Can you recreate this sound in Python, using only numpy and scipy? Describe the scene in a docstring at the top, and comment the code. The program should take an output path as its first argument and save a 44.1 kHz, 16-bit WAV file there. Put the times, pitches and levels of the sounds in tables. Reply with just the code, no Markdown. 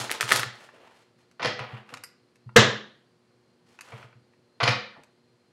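"""Deck of cards on a wooden table

A deck is handled over a wooden table in a bare, ringing room: snaps and ticks close and fairly dry.
Cards snap off the thumb in a short riffle and slide together; noise bursts shape the contacts and rubs.
The deck is knocked square twice and slapped down once; decaying sines make the table ring and boom.
The slap fills the room and overloads the small microphone; still air, hum and a faint whine lie behind."""
import sys
import numpy as np
from scipy import signal
from scipy.fft import rfft, irfft
from scipy.io import wavfile

SR = 44100
rng = np.random.default_rng(int(sys.argv[2]) if len(sys.argv) > 2 else 0)


def transcribe(u):
    """Save the signal u as a 16-bit wav file named by the first command-line argument.

    u: samples, shape (n,) or (channels, n), limited to [-1, 1]; the rate is SR.
    q: integer samples, one column per channel.
    """
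    v = np.clip(np.atleast_2d(u).T, -1, 1)
    q = np.round(v * 32767).astype(np.int16)
    wavfile.write(sys.argv[1], SR, q)


N = 243431  # samples


def gain_of(db):
    """Decibels to an amplitude factor."""
    return 10 ** (np.asarray(db) / 20)


def evened(x):
    """Scales to rms 1."""
    return x / np.sqrt(np.mean(x ** 2) + 1e-20)


def read(points, hz):
    """Reads a table on a log-frequency axis."""
    f, value = np.transpose(points)
    return np.interp(np.log(hz + 1), np.log(f + 1), value)


def add(mix, s, sound):
    """Mixes a sound in at a time in seconds."""
    part = mix[max(round(s * SR), 0):][:len(sound)]
    part += sound[:len(part)]


def coloured(x, colour):
    """Gives a full-length sound a spectrum, at rms 1."""
    gain = gain_of(read(colour, np.fft.rfftfreq(N, 1 / SR)))
    return evened(irfft(rfft(x) * gain, N))


def narrow_noise(hz, width, size):
    """Noise narrowed to a fuzzy spectral line, at rms 1."""
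    bins = np.fft.rfftfreq(size, 1 / SR)
    line = 1 / (1 + (2 * (bins - hz) / width) ** 2)
    return evened(irfft(rfft(rng.standard_normal(size)) * line, size))


def click(colour, tilt_db, size=2048):
    """A causal, minimum-phase impulse of energy 1 with a tilted spectrum."""
    hz = abs(np.fft.fftfreq(size, 1 / SR))
    octaves = np.log2(1 + hz / 2000)  # the tilt acts mostly above 2 kHz
    log_gain = np.log(gain_of(read(colour, hz) + tilt_db * octaves) + 1e-5)
    spectrum = np.exp(np.conj(signal.hilbert(log_gain)))
    pulse = np.fft.ifft(spectrum).real[:size // 2]
    return pulse / np.linalg.norm(pulse)


def contacts(rows, colour, first, rise, size=3000):
    """Each blow is one sharp contact and a swelling, dying clatter of the neighbouring card edges."""
    out, t = np.zeros(N), np.arange(size) / SR
    clatters = rng.standard_normal((len(rows), size))
    for (s, db, tilt_db, decay), clatter in zip(rows, clatters):
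        force = clatter * np.exp(-t / max(decay, 1e-4)) * (1 - np.exp(-t / rise))
        force[0] = first  # the sharp contact, against clatter of unit strength
        add(out, s, gain_of(db) * signal.fftconvolve(force, click(colour, tilt_db)))
    return out


def ringing(modes, rise, size=30000):
    """Decaying sines that take a moment to build up."""
    t = np.arange(size) / SR
    ring = sum(gain_of(db - 60 * t / t60) * np.sin(2 * np.pi * hz * t) for hz, db, t60 in modes)
    return ring * (1 - np.exp(-t / rise))


def wall_echo(x, low_hz, echo_db):
    """The wall beside the table throws the treble of a contact back 8 ms later."""
    bright = signal.sosfilt(signal.butter(1, low_hz, "high", fs=SR, output="sos"), x)
    out = x.copy()
    add(out, .008, gain_of(echo_db) * bright)
    return out


# cards snapping off the thumb:
# [t/s, relative level/dB, treble tilt/dB per octave, clatter decay constant/s]
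SNAPS = [(.096, -24.5, -8, 0.0011), (.1035, -21, -3, 0.0009), (.115, -17, 8, 0.00097),
         (.202, -26.5, -12, 0.00036), (.2095, -12, 3.5, 0.0039), (.2285, -17, -3, 0.0012),
         (.279, -26.5, -0.5, .003), (.292, -20.5, 2, 0.0027), (.3085, -16, -2, 0.00041),
         (.3155, -12, -11.5, 0.0033), (.3203, -4, 1.5, 0.0031), (.361, -15.5, 8, 0.0025),
         (.395, -20, 6, 0.0046), (.4325, -16.5, -3, 0.0025)]
# spectrum of a snap: [f/Hz, relative level/dB]
SNAP_COLOUR = [(70, -46), (150, -16), (280, -27), (400, -7.5), (900, -13.5), (1300, 3), (1800, 2.5),
               (2400, -2), (3400, -7.5), (5500, -16), (8000, -19.5), (11000, -20.5), (16000, -42.5)]


def riffle():
    """Bent cards spring free and slap the pile."""
    snaps = contacts(SNAPS, SNAP_COLOUR, first=8.4, rise=0.000073)
    return gain_of(-3.5) * wall_echo(snaps, low_hz=4857, echo_db=-5.5)


# the whole deck slapped down hard: t/s, relative level/dB, clatter decay constant/s
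SLAP_S, SLAP_DB, BLOW_S = 2.5628, 5.5, 0.0041
# protruding cards touch first, soft and dull: lead/s, level against the blow/dB, tilt/dB, decay/s
LEAD_S, LEAD_DB, LEAD_TILT_DB, LEAD_DECAY_S = 0.0032, -8.5, -17.5, 0.0077
# stragglers drop just after: delay/s, level against the blow/dB, tilt/dB, decay/s
LATE_S, LATE_DB, LATE_TILT_DB, LATE_DECAY_S = 0.0083, -2.5, -2, 0.0033
# spectrum of the slap, before each touch's tilt: [f/Hz, relative level/dB]
SLAP_COLOUR = [(60, -39), (115, -8.5), (160, -21.5), (212, -10), (270, -20), (390, -15.5), (497, -4),
               (610, -15.5), (790, -19), (976, -19.5), (1180, -8.5), (1400, -17.5), (1550, -10),
               (1750, -12), (1930, -13.5), (2150, -18.5), (2470, -23), (2820, -14.5), (3100, -15.5),
               (3500, -17.5), (4000, -17.5), (4630, -28), (5500, -19.5), (6900, -25.5), (9000, -40.5),
               (15500, -63.5)]


def slap():
    """The deck comes down hard: first touch, main blow and stragglers."""
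    rows = [(SLAP_S - LEAD_S, SLAP_DB + LEAD_DB, LEAD_TILT_DB, LEAD_DECAY_S),
            (SLAP_S, SLAP_DB, 0, BLOW_S),
            (SLAP_S + LATE_S, SLAP_DB + LATE_DB, LATE_TILT_DB, LATE_DECAY_S)]
    return gain_of(-4.5) * contacts(rows, SLAP_COLOUR, first=1.0, rise=0.0017)


# what the slap sends out into the room: [f/Hz, relative level/dB]
SLAP_TAIL_COLOUR = [(60, -33), (120, -6), (165, -13), (210, -2.5), (280, -9.5), (390, -4.5), (500, -0.5),
                    (620, -6.5), (800, -11.5), (1000, -8.5), (1250, -5.5), (1400, -9.5), (1600, -4.5),
                    (1900, -6.5), (2400, -13), (2900, -10), (3800, -9.5), (4600, -18), (5600, -16),
                    (7000, -20), (9000, -31.5), (15500, -54.5)]
SLAP_TAIL_DB = 18.5  # against a pulse of energy 1


def slap_tail():
    """The flat deck radiates one broad pulse, which the room returns as an even, papery wash."""
    pulse = np.zeros(N)
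    add(pulse, SLAP_S, gain_of(SLAP_TAIL_DB) * click(SLAP_TAIL_COLOUR, 0))
    return room(pulse)


# card edges landing on the table as the deck is squared; each touch has its own bass edge,
# and several first touches are thin:
# [t/s, relative level/dB, treble tilt/dB per octave, clatter decay constant/s, bass edge f/Hz]
KNOCKS = [(1.395, -36, -9, 0.011, 400), (1.403, -37.5, -8.5, 0.012, 248), (1.418, -34.5, -6, 0.022, 199),
          (1.427, -28.5, 0.5, 0.011, 150), (1.447, -15.5, -1.5, 0.0028, 101),
          (1.451, -23.5, -17, 0.005, 334), (1.456, -20.5, 5, 0.0033, 103), (1.47, -32, 4, 0.0057, 100),
          (1.592, -36, -6.5, 0.015, 202), (1.924, -43.5, -20.5, 0.0072, 121), (3.92, -42, -13, 0.011, 121),
          (4.602, -24, -8.5, 0.023, 740), (4.63, -21.5, 2, 0.0069, 154), (4.637, -19, 4, 0.0036, 119),
          (4.668, -28, -6, 0.0062, 291), (4.676, -16.5, 0, 0.0062, 100), (4.683, -21.5, -3.5, 0.0039, 120),
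          (4.69, -21, 7, 0.0028, 118)]
# spectrum of a knock: [f/Hz, relative level/dB]
KNOCK_COLOUR = [(60, -35), (115, -6.5), (200, -17.5), (300, -15.5), (400, -18.5), (500, -4.5), (580, -16.5),
                (720, -10), (900, -16), (1050, -8.5), (1400, -12), (1650, -14.5), (1900, -10),
                (2400, -12.5), (2750, -16), (3000, -14.5), (3600, -17.5), (4600, -18), (5500, -24),
                (7000, -34.5), (8800, -50.5), (10700, -39), (12300, -80)]


def knocks():
    """The deck lands edge first, its cards a little out of line, so they touch down in small packets."""
    out = np.zeros(N)
    for *blow, edge_hz in KNOCKS:
        low_cut = signal.butter(2, edge_hz, "high", fs=SR, output="sos")
        touch = contacts([blow], KNOCK_COLOUR, first=0.46, rise=0.001)
        out += signal.sosfilt(low_cut, touch)
    return gain_of(2.5) * out


# what table and deck ring with under a blow: [f/Hz, relative level/dB, t60/s]
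BODY = [(212, -4, .5), (389, -6, .3), (500, 7, .3), (606, -7, .4), (725, -11, .25), (1049, -5, .2),
        (1186, 3.5, .14), (1556, -4, .35), (1800, -6, .2), (1903, -6, .3), (1944, -5, .3), (2762, -11, .2),
        (3486, -10, .22), (3824, -12, .22)]
RING_DB = -28  # ring strength against the blow's tabled level


def table_ring():
    """Every knock, and the slap, stirs the table's modes in step with its strength."""
    out, ring = np.zeros(N), ringing(BODY, rise=0.002)
    for s, db, *_ in list(KNOCKS) + [(SLAP_S, SLAP_DB)]:
        add(out, s, gain_of(db + RING_DB) * ring)
    return out


# hands and deck pressing on the table top: [onset t/s, peak level before the microphone/dB]
THUMPS = [(.001, -35.5), (0.231, -35), (0.334, -35), (0.383, -36.5), (.456, -37), (1.453, -30.5),
          (1.599, -33.5), (1.727, -32.5), (2.459, -36), (2.571, -10.5), (2.667, -25.5), (3.928, -37.5),
          (4.039, -46), (4.151, -47.5), (4.624, -22.5), (4.682, -21.5)]
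# the table top's slow bending modes: [f/Hz, relative level/dB, t60/s]
BOOM = [(122, 3, 0.11), (112, -27, 0.2), (133, -27, .3), (214, -14, .09), (212, -31, 0.45)]


def thumps():
    """The table top flexes under each push of a hand and each landing of the deck."""
    out, boom = np.zeros(N), ringing(BOOM, rise=0.13)
    boom /= abs(boom).max()
    for s, db in THUMPS:
        add(out, s, gain_of(db) * boom)
    return out


# light ticks of card edges and fingernails: [t/s, relative level/dB, treble tilt/dB per octave]
TICKS = [(0.689, -46, -13), (1.313, -58.5, 10), (1.592, -31, -1.5), (1.772, -49, -6), (1.891, -44.5, 1),
         (1.939, -31.5, 6), (1.972, -42, 6.5), (2.0345, -54, -7), (2.0367, -39.5, 11.5), (2.357, -58, 9),
         (2.492, -47, -16.5), (3.789, -42.5, 1), (3.809, -37, 11), (4.027, -44.5, -4), (4.128, -51, -13),
         (4.335, -59, -3), (5.035, -54, 12)]
# spectrum of a tick: [f/Hz, relative level/dB]
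TICK_COLOUR = [(290, -43.5), (500, -18.5), (1000, 5), (1700, 2), (2760, 3), (3410, -22), (3720, -7.5),
               (4800, -13), (5860, -14.5), (11600, -31.5), (15000, -56)]
TICK_DECAY_S = .0025


def ticks():
    """Card corners catch and let go."""
    rows = [(s, db, tilt_db, TICK_DECAY_S) for s, db, tilt_db in TICKS]
    catches = contacts(rows, TICK_COLOUR, first=1.6, rise=.0008)
    return gain_of(7.5) * wall_echo(catches, low_hz=2150, echo_db=-7.5)


# bright little clinks: [t/s, relative level/dB]
CLINKS = [(2.0376, -39), (3.809, -58)]
# clusters of close modes that a clink rings with: [f/Hz, width/Hz, relative level/dB, t60/s]
CLINK_MODES = [(1400, 300, -2, .05), (2000, 300, -6, .1), (4900, 350, 3, .09), (7300, 400, -10, .07),
               (8600, 400, -5, .07), (10100, 300, -6, .08), (11500, 600, -2, .07)]


def clinks(size=20000):
    """A small, hard thing, perhaps a ring on a finger, clinks briefly as decaying narrow noise."""
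    out, t = np.zeros(N), np.arange(size) / SR
    for s, db in CLINKS:
        ring = np.zeros(size)
        for hz, width, mode_db, t60 in CLINK_MODES:
            ring += gain_of(mode_db - 60 * t / t60) * narrow_noise(hz, width, size)
        add(out, s, gain_of(db - 4.0) * ring)
    return out


# strokes of cards rubbing on each other:
# [start t/s, length before release/s, relative body level/dB, relative fizz level/dB]
RUBS = [(0.0, 0.0023, -36, -25), (0.103, 0.013, -39, -31), (0.204, 0.022, -44, -31),
        (0.275, 0.1, -38, -24.5), (0.52, 0.06, -62, -58), (0.59, 0.07, -61, -56.5), (0.72, 0.05, -66, -68),
        (0.79, 0.09, -62, -66), (0.89, 0.13, -69, -63), (1.177, 0.03, -72.5, -66.5), (1.57, 0.06, -48, -69),
        (1.66, 0.12, -54, -68), (1.86, 0.1, -59, -61.5), (3.64, 0.11, -71, -64), (3.80, 0.11, -59, -57),
        (3.90, 0.12, -57, -60)]
# a stroke swells over a share of its length, eases off while it lasts, then dies away faster
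RUB_ATTACK_SHARE, RUB_SAG_DB_PER_S = 0.55, 15


def strokes(column, release_db_per_s):
    """Gain curve of all rubbing strokes: swell, sagging hold, release."""
    out, t = np.zeros(N), np.arange(SR) / SR
    for row in RUBS:
        start, length = row[:2]
        swell = np.minimum(t / (RUB_ATTACK_SHARE * length), 1)
        fall_db = RUB_SAG_DB_PER_S * t + release_db_per_s * np.maximum(t - length, 0)
        add(out, start, swell * gain_of(row[column] - fall_db))
    return out


# spectrum of the rub's body: [f/Hz, relative level/dB]
RUB_COLOUR = [(100, -14.5), (200, -10), (290, -6), (500, 0.5), (640, -2.5), (850, 0), (1300, -2),
              (3000, -7.5), (6000, -38), (9000, -45.5)]
# spectrum of its fizz: [f/Hz, relative level/dB]
FIZZ_COLOUR = [(2060, -35), (3500, -5), (3810, -10.5), (4130, -4), (10500, -13), (15000, -30.5)]
CATCHES_PER_S = 11000
# a sliding card grips and frees unevenly: approximate depth/dB, length of one grip/s
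GRIP_DB, GRIP_S = 3, .008


def rubs():
    """Card faces slide in countless tiny catches of uneven size, which come in clumps."""
    catches = (rng.random(N) < CATCHES_PER_S / SR) * rng.standard_normal(N)
    catches *= gain_of(3.5 * np.minimum(rng.exponential(1, N), 3))
    grips = np.arange(0, N / SR, GRIP_S)
    grip = np.interp(np.arange(N) / SR, grips, rng.uniform(-1.1, 1, len(grips)))
    catches *= gain_of(GRIP_DB * grip)
    body = strokes(column=2, release_db_per_s=210) * coloured(catches, RUB_COLOUR)
    fizz = strokes(column=3, release_db_per_s=260) * coloured(catches, FIZZ_COLOUR)
    return gain_of(5.5) * body + gain_of(-7.0) * fizz


# cards scraping as they are pushed home, one curve per scrape; the pitch follows their speed:
# [t/s, resonance f/Hz, level/dB]
SCRAPES = [
    [(.735, 467.3, -57.5), (.78, 501, -64), (.83, 521.4, -57), (.862, 639, -61), (.90, 518, -69),
     (.98, 445, -78)],
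    [(4.862, 2393, -63), (4.905, 2127, -61), (4.955, 1550, -55), (4.972, 608, -51.5), (5.018, 495, -71)],
]
# width of the scrape's resonance, one per scrape: [width/Hz]
SCRAPE_WIDTHS_HZ = [230, 700]


def scrape():
    """Friction noise through a resonance that slides with the card's speed."""
    out, t = np.zeros(N), np.arange(N) / SR
    for curve, width_hz in zip(SCRAPES, SCRAPE_WIDTHS_HZ):
        s, hz, db = np.transpose(curve)
        low_pass = signal.butter(2, width_hz / 2, fs=SR, output="sos")
        band = signal.sosfilt(low_pass, rng.standard_normal(N))
        phase = 2 * np.pi * np.cumsum(np.interp(t, s, hz)) / SR
        slide = evened(band * np.cos(phase))  # noise band moved up to the resonance
        out += slide * np.interp(t, s, gain_of(db), left=0, right=0)
    return out


# the room's decay: [f/Hz, t60/s]
ROOM = [(100, .46), (500, .43), (1100, .42), (1350, .42), (1750, .47), (2400, .41), (3400, .47),
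        (4200, .44), (5000, .39), (7000, .34), (10000, .18), (15000, .18)]


def room(x, build=0.009):
    """A dense tail of reflections, each band dying at its own speed."""
    hz, t, z = signal.stft(rng.standard_normal(SR), SR, nperseg=256)
    decay = gain_of(-60 * t / read(ROOM, hz)[:, None])
    tail = signal.istft(z * decay, SR, nperseg=256)[1]
    tail *= 1 - np.exp(-np.arange(len(tail)) / SR / build)
    return signal.fftconvolve(x, tail / np.linalg.norm(tail))[:N]


# spectrum of the still room air: [f/Hz, relative level/dB]
AIR = [(30, -32), (60, -14), (120, 1), (300, -4.5), (480, -5), (700, -11), (1300, -14.5), (3600, -21.5),
       (4600, -20.5), (6000, -27), (10000, -32), (15000, -48)]
AIR_DB = -67  # rms
# mains hum: [f/Hz, rms level/dB]
HUM = [(120, -78.5), (240, -74), (360, -73.5), (480, -78.5)]
# a thin, steady whine: [f/Hz, width/Hz, rms level/dB]
WHINE = [(4177, 25, -83), (4700, 60, -88)]


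def background():
    """Still room air as shaped noise, with hum sines and a faint whine of narrow noise."""
    t, hum = np.arange(N) / SR, np.zeros(N)
    for hz, db in HUM:
        hum += gain_of(db) * np.sqrt(2) * np.sin(2 * np.pi * (hz * t + rng.random()))
    whine = sum(gain_of(db) * narrow_noise(hz, width, N) for hz, width, db in WHINE)
    return hum + whine + gain_of(AIR_DB) * coloured(rng.standard_normal(N), AIR)


# how much of each sound reaches the room's tail/dB
SNAP_ROOM_DB, TICK_ROOM_DB, KNOCK_ROOM_DB, THUMP_ROOM_DB, RUB_ROOM_DB = -12, -13, 0, -22, -8


def scene():
    """Snaps and ticks are close and fairly dry; the knocks and the slap fill the room."""
    snap, bang, knock, thump = riffle(), slap(), knocks(), thumps()
    tick = ticks() + clinks()
    rub = rubs() + scrape()
    send = (gain_of(SNAP_ROOM_DB) * snap + gain_of(TICK_ROOM_DB) * tick + gain_of(KNOCK_ROOM_DB) * knock
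            + gain_of(THUMP_ROOM_DB) * thump + gain_of(RUB_ROOM_DB) * rub)
    direct = snap + tick + gain_of(3.0) * (knock + bang) + table_ring() + thump + rub
    return (direct + room(send) + slap_tail() + background())[None]


CEILING = .7  # microphone overload, of full scale
EDGE_HZ = 15900  # upper band limit


def record(dry, low_hz=75):
    """The small microphone loses deep bass and clips the slap; then the band limit."""
    thin = signal.sosfilt(signal.butter(3, low_hz, "high", fs=SR, output="sos"), dry)
    clipped = np.clip(thin, -CEILING, CEILING)
    low_pass = signal.firwin(511, EDGE_HZ, window=("kaiser", 9), fs=SR)
    return signal.oaconvolve(clipped, low_pass[None], "same")


dry = scene()
out = record(dry)
transcribe(out)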